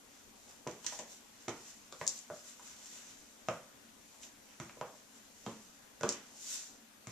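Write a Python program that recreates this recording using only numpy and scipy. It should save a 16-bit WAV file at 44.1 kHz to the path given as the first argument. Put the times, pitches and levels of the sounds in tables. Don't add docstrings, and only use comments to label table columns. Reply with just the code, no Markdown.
import sys
import numpy as np
from scipy import signal
from scipy.fft import rfft, irfft, next_fast_len
from scipy.io import wavfile
from scipy.ndimage import uniform_filter1d

SR = 44100
rng = np.random.default_rng(int(sys.argv[2]) if len(sys.argv) > 2 else 0)


def to_wav(sig):
    pcm = np.clip(np.atleast_2d(sig), -1, 1) * 32767
    pcm = np.round(pcm).astype(np.int16)
    wavfile.write(sys.argv[1], SR, pcm.T)


def convert_level_to_amplitude(level_db):
    exponent = np.asarray(level_db, float) / 20
    return 10 ** exponent


N = 313551

# [f/Hz, level/dB per Hz]
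HISS_COLOUR = [(18, -28), (30, -0.5), (169, -8), (260, -2), (560, -3), (1100, -6), (4000, -10.5),
               (14300, -15)]
# [f/Hz, likeness 0 to 1]
HISS_SAME = [(60, 0.13), (180, 0.43), (540, 0.16), (1640, 0.063), (4930, 0.093), (14800, 0.022)]
# [f/Hz, left minus right/dB]
HISS_LEAN = [(60, 0), (180, 0.5), (540, 6), (1640, 7), (4930, 3.5), (14800, -0.5)]
HISS_DB, TOP_HZ = -61.5, 14330
# [f/Hz, width/Hz, level/dB]
DRONE = [(228.3, 54, -72), (283, 19, -79.5), (116, 40, -88)]
# [f/Hz, width/Hz, level/dB, leak past the cavity/dB]
PORTS = [(7170, 870, 3.5, -10.5), (6160, 650, 1.5, -59)]
BASS_CUT_HZ = 102

# [f/Hz, time to fall 60 dB/s]
WALL_T60 = [(100, 0.39), (260, 0.37), (700, 0.36), (1840, 0.41), (4850, 0.25), (9000, 0.15)]
# [f/Hz, level/dB]
WALL_DB = [(100, 5), (300, 6), (700, 1.5), (1800, 3.5), (4000, -0.5), (8000, -3.5), (14000, -6.5)]
# [f/Hz, likeness 0 to 1]
WALL_SAME = [(300, 0.98), (700, 0.94), (1500, 0.78), (3000, 0.16), (6000, 0.031)]
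# [t/s, echo level/dB]
DISTANCE = [
    (0, -8),
    (0.7, -2.5),
    (1.0, 2),
    (2.05, -2),
    (3.5, -1.5),
    (4.8, -2),
    (6.03, -0.9),
    (7.11, -1.5),
]
TIP_ECHO_DB = -0.5

# [f/Hz, level/dB]
FIZZ = [(800, -17), (2000, -6.5), (4000, 4.5), (7000, 1.5), (10000, -0.5), (14000, 2.5), (14500, -44)]
# [f/Hz, level/dB]
SWISH = [(200, -13), (600, 10), (1500, 11), (3000, 11), (5000, -8), (9000, -23)]
# [loudest moment t/s, level/dB, swell/s, fade/s,
# swish over fizz/dB]
RUBS = [(0.14, -64.5, 0.15, 0.37, 2), (0.507, -60, 0.16, 0.13, 1), (0.933, -49, 0.095, 0.08, -11),
        (1.118, -54.5, 0.059, 0.062, -13), (1.44, -65.5, 0.25, 0.1, 1), (1.696, -55, 0.24, 0.14, -5.5),
        (1.94, -65.5, 0.3, 0.18, 0.5), (2.35, -57, 0.062, 0.15, -15), (2.487, -52, 0.065, 0.066, -4.5),
        (2.666, -55, 0.1, 0.22, -0.5), (2.85, -55.5, 0.089, 0.52, -7), (2.95, -58, 0.15, 0.21, 0.5),
        (3.118, -62, 0.35, 0.043, 5), (4.19, -65, 0.61, 0.34, -8), (4.513, -66.5, 0.077, 0.061, 8.5),
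        (4.99, -63, 0.49, 0.12, -4), (5.166, -61, 0.051, 0.08, -1), (5.63, -63, 0.36, 0.3, -7),
        (6.531, -40.5, 0.12, 0.11, -12.5),
        (0.868, -48, 0.026, 0.03, 2),
    (2.09, -51.5, 0.02, 0.18, -15),
    (2.18, -50.5, 0.18, 0.014, -19),
    (4.233, -52, 0.023, 0.047, -4),
    (5.45, -62.5, 0.27, 0.047, -3),
    (6.104, -56.5, 0.075, 0.12, 10.5),
]
# [loudest moment t/s, level/dB]
JOLTS = [
    (0.697, -58.5),
    (1.005, -67.5),
    (1.498, -62),
    (2.024, -57),
    (3.502, -58),
    (4.616, -58.5),
    (5.479, -57),
    (6.04, -57),
    (7.1, -59.5),
]
# [swell/s, fade/s, swish over fizz/dB]
JOLT_SHAPE = (0.034, 0.1, 3.5)
RUB_SPAN_DB = 12
STILL_DB, STILL_DULL_DB = -71.5, -6

# [t/s, peak level/dB, f/Hz, time to fall 60 dB/s]
THUDS = [(0.668, -48, 180, 0.057), (0.992, -62.5, 196, 0.069), (1.481, -54.5, 172, 0.029),
         (2.011, -46, 171, 0.016), (2.303, -54.5, 160.4, 0.04), (3.485, -42.5, 174, 0.018),
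         (4.6, -41, 170, 0.011), (4.81, -48, 168, 0.019), (5.465, -41, 210, 0.077), (6.01, -48, 222, 0.048),
         (6.034, -37, 213, 0.048), (7.072, -42, 119, 0.012)]
# [t/s, peak level/dB, f/Hz]
HOLLOWS = [
    (0.991, -47.5, 575),
    (1.481, -57, 825),
    (2.302, -41, 586),
    (3.487, -38.5, 510),
    (4.601, -52, 347),
    (4.813, -51, 532),
    (5.465, -48, 566),
]
HOLLOW_T60_S = 0.041
# [t/s, peak level/dB, f/Hz, time to fall 60 dB/s]
CLACKS = [(0.6737, -49, 2270, 0.0061), (0.8449, -54, 3200, 0.0055), (0.8659, -44, 3500, 0.0044),
          (0.866, -49, 1900, 0.01), (0.9241, -51, 1743, 0.0024), (0.99, -54, 1740, 0.0077),
          (1.4813, -46, 2170, 0.012), (1.9248, -51.5, 3540, 0.0092), (2.0132, -41.5, 2050, 0.0057),
          (3.4856, -43, 2630, 0.0081), (4.6006, -46, 2020, 0.0072), (4.6955, -54, 2400, 0.0091),
          (4.8122, -41.5, 1720, 0.0027), (5.4652, -52, 3200, 0.0054), (6.0091, -58, 2200.0, 0.005),
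          (6.0908, -41.5, 3030, 0.0033), (6.034, -35, 1880, 0.0021), (7.0707, -55.5, 2110, 0.0069)]
# [t/s, peak level/dB, dull part over snap/dB, left minus right/dB]
TICKS = [(0.6739, -34, -6.5, -2), (0.713, -42, -18, -7), (0.847, -39, -10, 8), (0.8652, -21, -21, -5),
         (0.9903, -40.5, -5, 23.5), (0.9948, -39.5, -5, -11), (1.4832, -31.5, 0.5, -1),
         (1.4937, -34.5, -4.5, -6), (1.9254, -40, 2, 3), (2.0136, -45, -4, 8), (2.0669, -25, -31, 1),
         (2.0773, -14.5, -25, 6), (2.0925, -25, -19, -4), (2.1904, -43.5, -14, 21), (2.595, -49, -7, 3),
         (2.601, -49, -10, 6), (2.66, -49, -23, 5), (2.859, -43, -1, 3), (3.4862, -33.5, -23, -6),
         (4.231, -47, 0, -7), (4.2348, -41.5, 3, 1), (4.239, -44, -5, -6), (4.6007, -35, 0, -4),
         (5.4635, -42.5, 3.5, -3), (6.0108, -37.5, -4, -5), (6.033, -30.5, -2, 2), (6.091, -17, -44, 1),
         (6.125, -27, -29, 2), (7.0714, -37, -3, 5)]
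SNAP_LEAD = 64
# [t/s, peak level/dB, body f/Hz, arch f/Hz, arch over body/dB]
KNOCKS = [(0.6669, -35.5, 420, 980, -4), (0.6739, -45.5, 720, 1030, 3), (0.6838, -45, 603, 1180, -22),
          (0.8457, -56.5, 324, 990, 6.5), (0.924, -51, 523, 815, 7.5), (0.99, -47.5, 554, 970, -1),
          (1.48, -36, 333, 580, -7), (1.4826, -38, 814, 1350, -3), (1.9252, -50, 480, 1220, 3.5),
          (2.014, -39.5, 565, 1040, 2), (2.301, -39.5, 590, 1310, -4), (2.596, -57.5, 770, 1040, 7.5),
          (3.4857, -29.5, 608, 1280, -2), (4.6001, -46, 626, 1260, 6), (4.6959, -59, 700, 1230, 8.5),
          (4.7715, -50, 517, 1050, -9), (4.8127, -36, 564, 905, 2), (4.9403, -56.5, 580, 850, -3),
          (5.4643, -41, 514, 930, 5), (5.473, -42, 312, 1090, -4), (6.0103, -42, 530, 1440, -2.5),
          (6.0345, -31.5, 530, 1080, 2), (6.043, -32.5, 424, 1200, -12), (7.0705, -53, 540, 1090, 5)]
RING_T60_S, RING_LOSS_PER_DB = 0.014, 0.025


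def evened(x):
    return x / np.sqrt(np.mean(x ** 2) + 1e-20)


def read(points, hz):
    f, value = np.transpose(points)
    return np.interp(np.log(hz + 1), np.log(f + 1), value)


def add(mix, s, sound):
    part = mix[..., round(s * SR):][..., :sound.shape[-1]]
    part += sound[..., :part.shape[-1]]


def coloured(x, points):
    size = next_fast_len(x.shape[-1])
    gain = convert_level_to_amplitude(read(points, np.fft.rfftfreq(size, 1 / SR)))
    return evened(irfft(rfft(x, size) * gain, size)[..., :x.shape[-1]])


def ring(hz, t60, rise):
    t = np.arange(SR // 8) / SR
    x = np.sin(2 * np.pi * hz * t) * convert_level_to_amplitude(-60 * t / t60) * (1 - np.exp(-t / rise))
    return x / abs(x).max()


def snap(hz, turns):
    t = np.arange(-SNAP_LEAD, 192) / SR
    return np.sin(2 * np.pi * hz * t) * np.exp(-(t * hz / turns) ** 2)


def hiss():
    frames, hz = N // 256 + 5, np.fft.rfftfreq(1024, 1 / SR)
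    a, b, c, d, patches = rng.standard_normal((frames, 513, 5)).T
    patches = evened(uniform_filter1d(uniform_filter1d(patches, 12, 0), 14, 1))
    same = np.clip(read(HISS_SAME, hz), -1, 1)[:, None]
    left = a + 1j * b
    right = same * left + np.sqrt(1 - same ** 2) * (c + 1j * d)
    lean_db = np.array([.5, -.5])[:, None, None] * read(HISS_LEAN, hz)[:, None]
    z = np.array([left, right]) * convert_level_to_amplitude(read(HISS_COLOUR, hz)[:, None] + 1.57 * patches + lean_db)
    z[:, hz > TOP_HZ] = 0
    return convert_level_to_amplitude(HISS_DB) * evened(signal.istft(z, nperseg=1024, noverlap=768)[1][:, :N])


def drone():
    hz = np.fft.rfftfreq(N, 1 / SR)
    middle, side = rfft(rng.standard_normal((2, N)))
    pair = middle + 0.19 * side * np.array([[1], [-1]])
    hum = np.zeros((2, N))
    for f, width, db in DRONE:
        hum += convert_level_to_amplitude(db) * evened(irfft(pair / (1 + (2 * (hz - f) / width) ** 2), N))
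    return hum


def walls():
    gaps = (SR * (.0004 + .0016 * np.exp(-np.arange(900) / 14.))).astype(int) + 2
    at = np.cumsum(gaps) - gaps[0] // 4 + (rng.random((2, len(gaps))) * gaps).astype(int)
    taps = np.zeros((2, at.max() + 1))
    np.put_along_axis(taps, at, rng.choice([-1., 1.], at.shape) * np.sqrt(gaps), 1)
    hz, t, (a, b) = signal.stft(taps, SR, nperseg=512, noverlap=384)
    same = np.clip(read(WALL_SAME, hz), 0, 1)[:, None]
    near = np.sqrt((1 + same) / 2) * a
    apart = np.sqrt((1 - same) / 2) * b
    t60 = read(WALL_T60, hz)[:, None]
    fall = convert_level_to_amplitude(read(WALL_DB, hz)[:, None] - 60 * t / t60)
    fall *= np.sqrt(2 * np.log(1000) / (t60 * SR))
    fall *= 1 + 0.5 * np.exp(-t / 0.023)
    return signal.istft(np.array([near + apart, near - apart]) * fall, SR, nperseg=512, noverlap=384)[1]


def motion():
    t = np.arange(0, N, 32) / SR
    moves = RUBS + [(*row, *JOLT_SHAPE) for row in JOLTS]
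    s, db, swell, fade, dull_db = np.transpose(moves)[..., None]
    power = convert_level_to_amplitude(db - RUB_SPAN_DB * np.maximum((s - t) / swell, (t - s) / fade)) ** 2
    fizz = power.sum(0) + convert_level_to_amplitude(STILL_DB) ** 2
    swish = (power * convert_level_to_amplitude(dull_db) ** 2).sum(0) + convert_level_to_amplitude(STILL_DB + STILL_DULL_DB) ** 2
    return [np.interp(np.arange(N) / SR, t, np.sqrt(p)) for p in (fizz, swish)]


def rustle():
    fizz, swish = motion()
    slips = convert_level_to_amplitude(3.2 * np.minimum(rng.exponential(1, (3, N)), 6))
    slips *= rng.random((3, N)) < 5000 / SR
    slips *= rng.choice([-1., 1.], slips.shape)
    spread = slips[0] + 1.44 * slips[1:]
    flutter_db = 0.86 * evened(uniform_filter1d(rng.standard_normal(N), 900))
    return convert_level_to_amplitude(flutter_db - 13.0) * (fizz * coloured(spread, FIZZ) + swish * coloured(spread, SWISH))


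def thud(db, hz, t60):
    return convert_level_to_amplitude(db) * ring(hz, t60, rise=0.0021)


def hollow(db, hz):
    return convert_level_to_amplitude(db) * ring(hz, HOLLOW_T60_S, rise=0.0024)


def clack(db, hz, t60):
    return -convert_level_to_amplitude(db + 9.0) * ring(hz, 0.5 * t60, rise=.0001)


def tick(db, dull_db, lean_db):
    no_lows = signal.butter(4, 3600, "high", fs=SR, output="sos")
    sound = signal.sosfilt(no_lows, snap(4470, turns=0.32))
    sound = sound + convert_level_to_amplitude(dull_db) * snap(3300, turns=.8)
    sound = sound + convert_level_to_amplitude(-23) * snap(13000, turns=2.4)
    return convert_level_to_amplitude(db - 4.0) * sound * convert_level_to_amplitude(np.array([[.5], [-.5]]) * lean_db)


def knock(db, body_hz, arch_hz, arch_db):
    t60 = RING_T60_S * np.exp(-RING_LOSS_PER_DB * arch_db)
    body = ring(body_hz, 0.85 * t60, rise=0.00038)
    arch = ring(arch_hz, 0.45 * t60, rise=0.00045)
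    arch = arch - 0.29 * ring(1.55 * arch_hz, 0.11 * t60, rise=0.00022)
    return convert_level_to_amplitude(db + 2.5) * (body - convert_level_to_amplitude(arch_db) * arch)


def scene():
    spots, tips = np.zeros((2, 4, 2, N))
    for source, table in ((thud, THUDS), (hollow, HOLLOWS), (clack, CLACKS), (knock, KNOCKS)):
        for s, *row in table:
            add(spots[int(2 * s) % 4], s, source(*row)[None])
    for s, *row in TICKS:
        add(tips[int(2 * s) % 4], s - SNAP_LEAD / SR, tick(*row))
    spots[0] += rustle()
    far = convert_level_to_amplitude(np.interp(np.arange(N) / SR, *np.transpose(DISTANCE)))
    heard = drone()
    for spot, tip in zip(spots, tips):
        to_walls = far * (spot + convert_level_to_amplitude(TIP_ECHO_DB) * tip)
        heard += spot + tip + signal.fftconvolve(to_walls, walls(), axes=1)[:, :N]
    return heard


def port(x, hz, width, db, leak_db):
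    r = np.exp(-np.pi * width / SR)
    poles = [1, -2 * r * np.cos(2 * np.pi * hz / SR), r ** 2]
    return convert_level_to_amplitude(db) * (signal.lfilter([0, sum(poles)], poles, x) - convert_level_to_amplitude(leak_db) * x)


def roll_off(x):
    return signal.sosfilt(signal.butter(12, 15430, fs=SR, output="sos"), x)


def record(dry):
    dry = signal.lfilter(*signal.butter(3, BASS_CUT_HZ, "high", fs=SR), dry)
    ports = np.array([port(x, *row) for x, row in zip(dry, PORTS)])
    return roll_off(ports + hiss())


dry = scene()
out = record(dry)
to_wav(out)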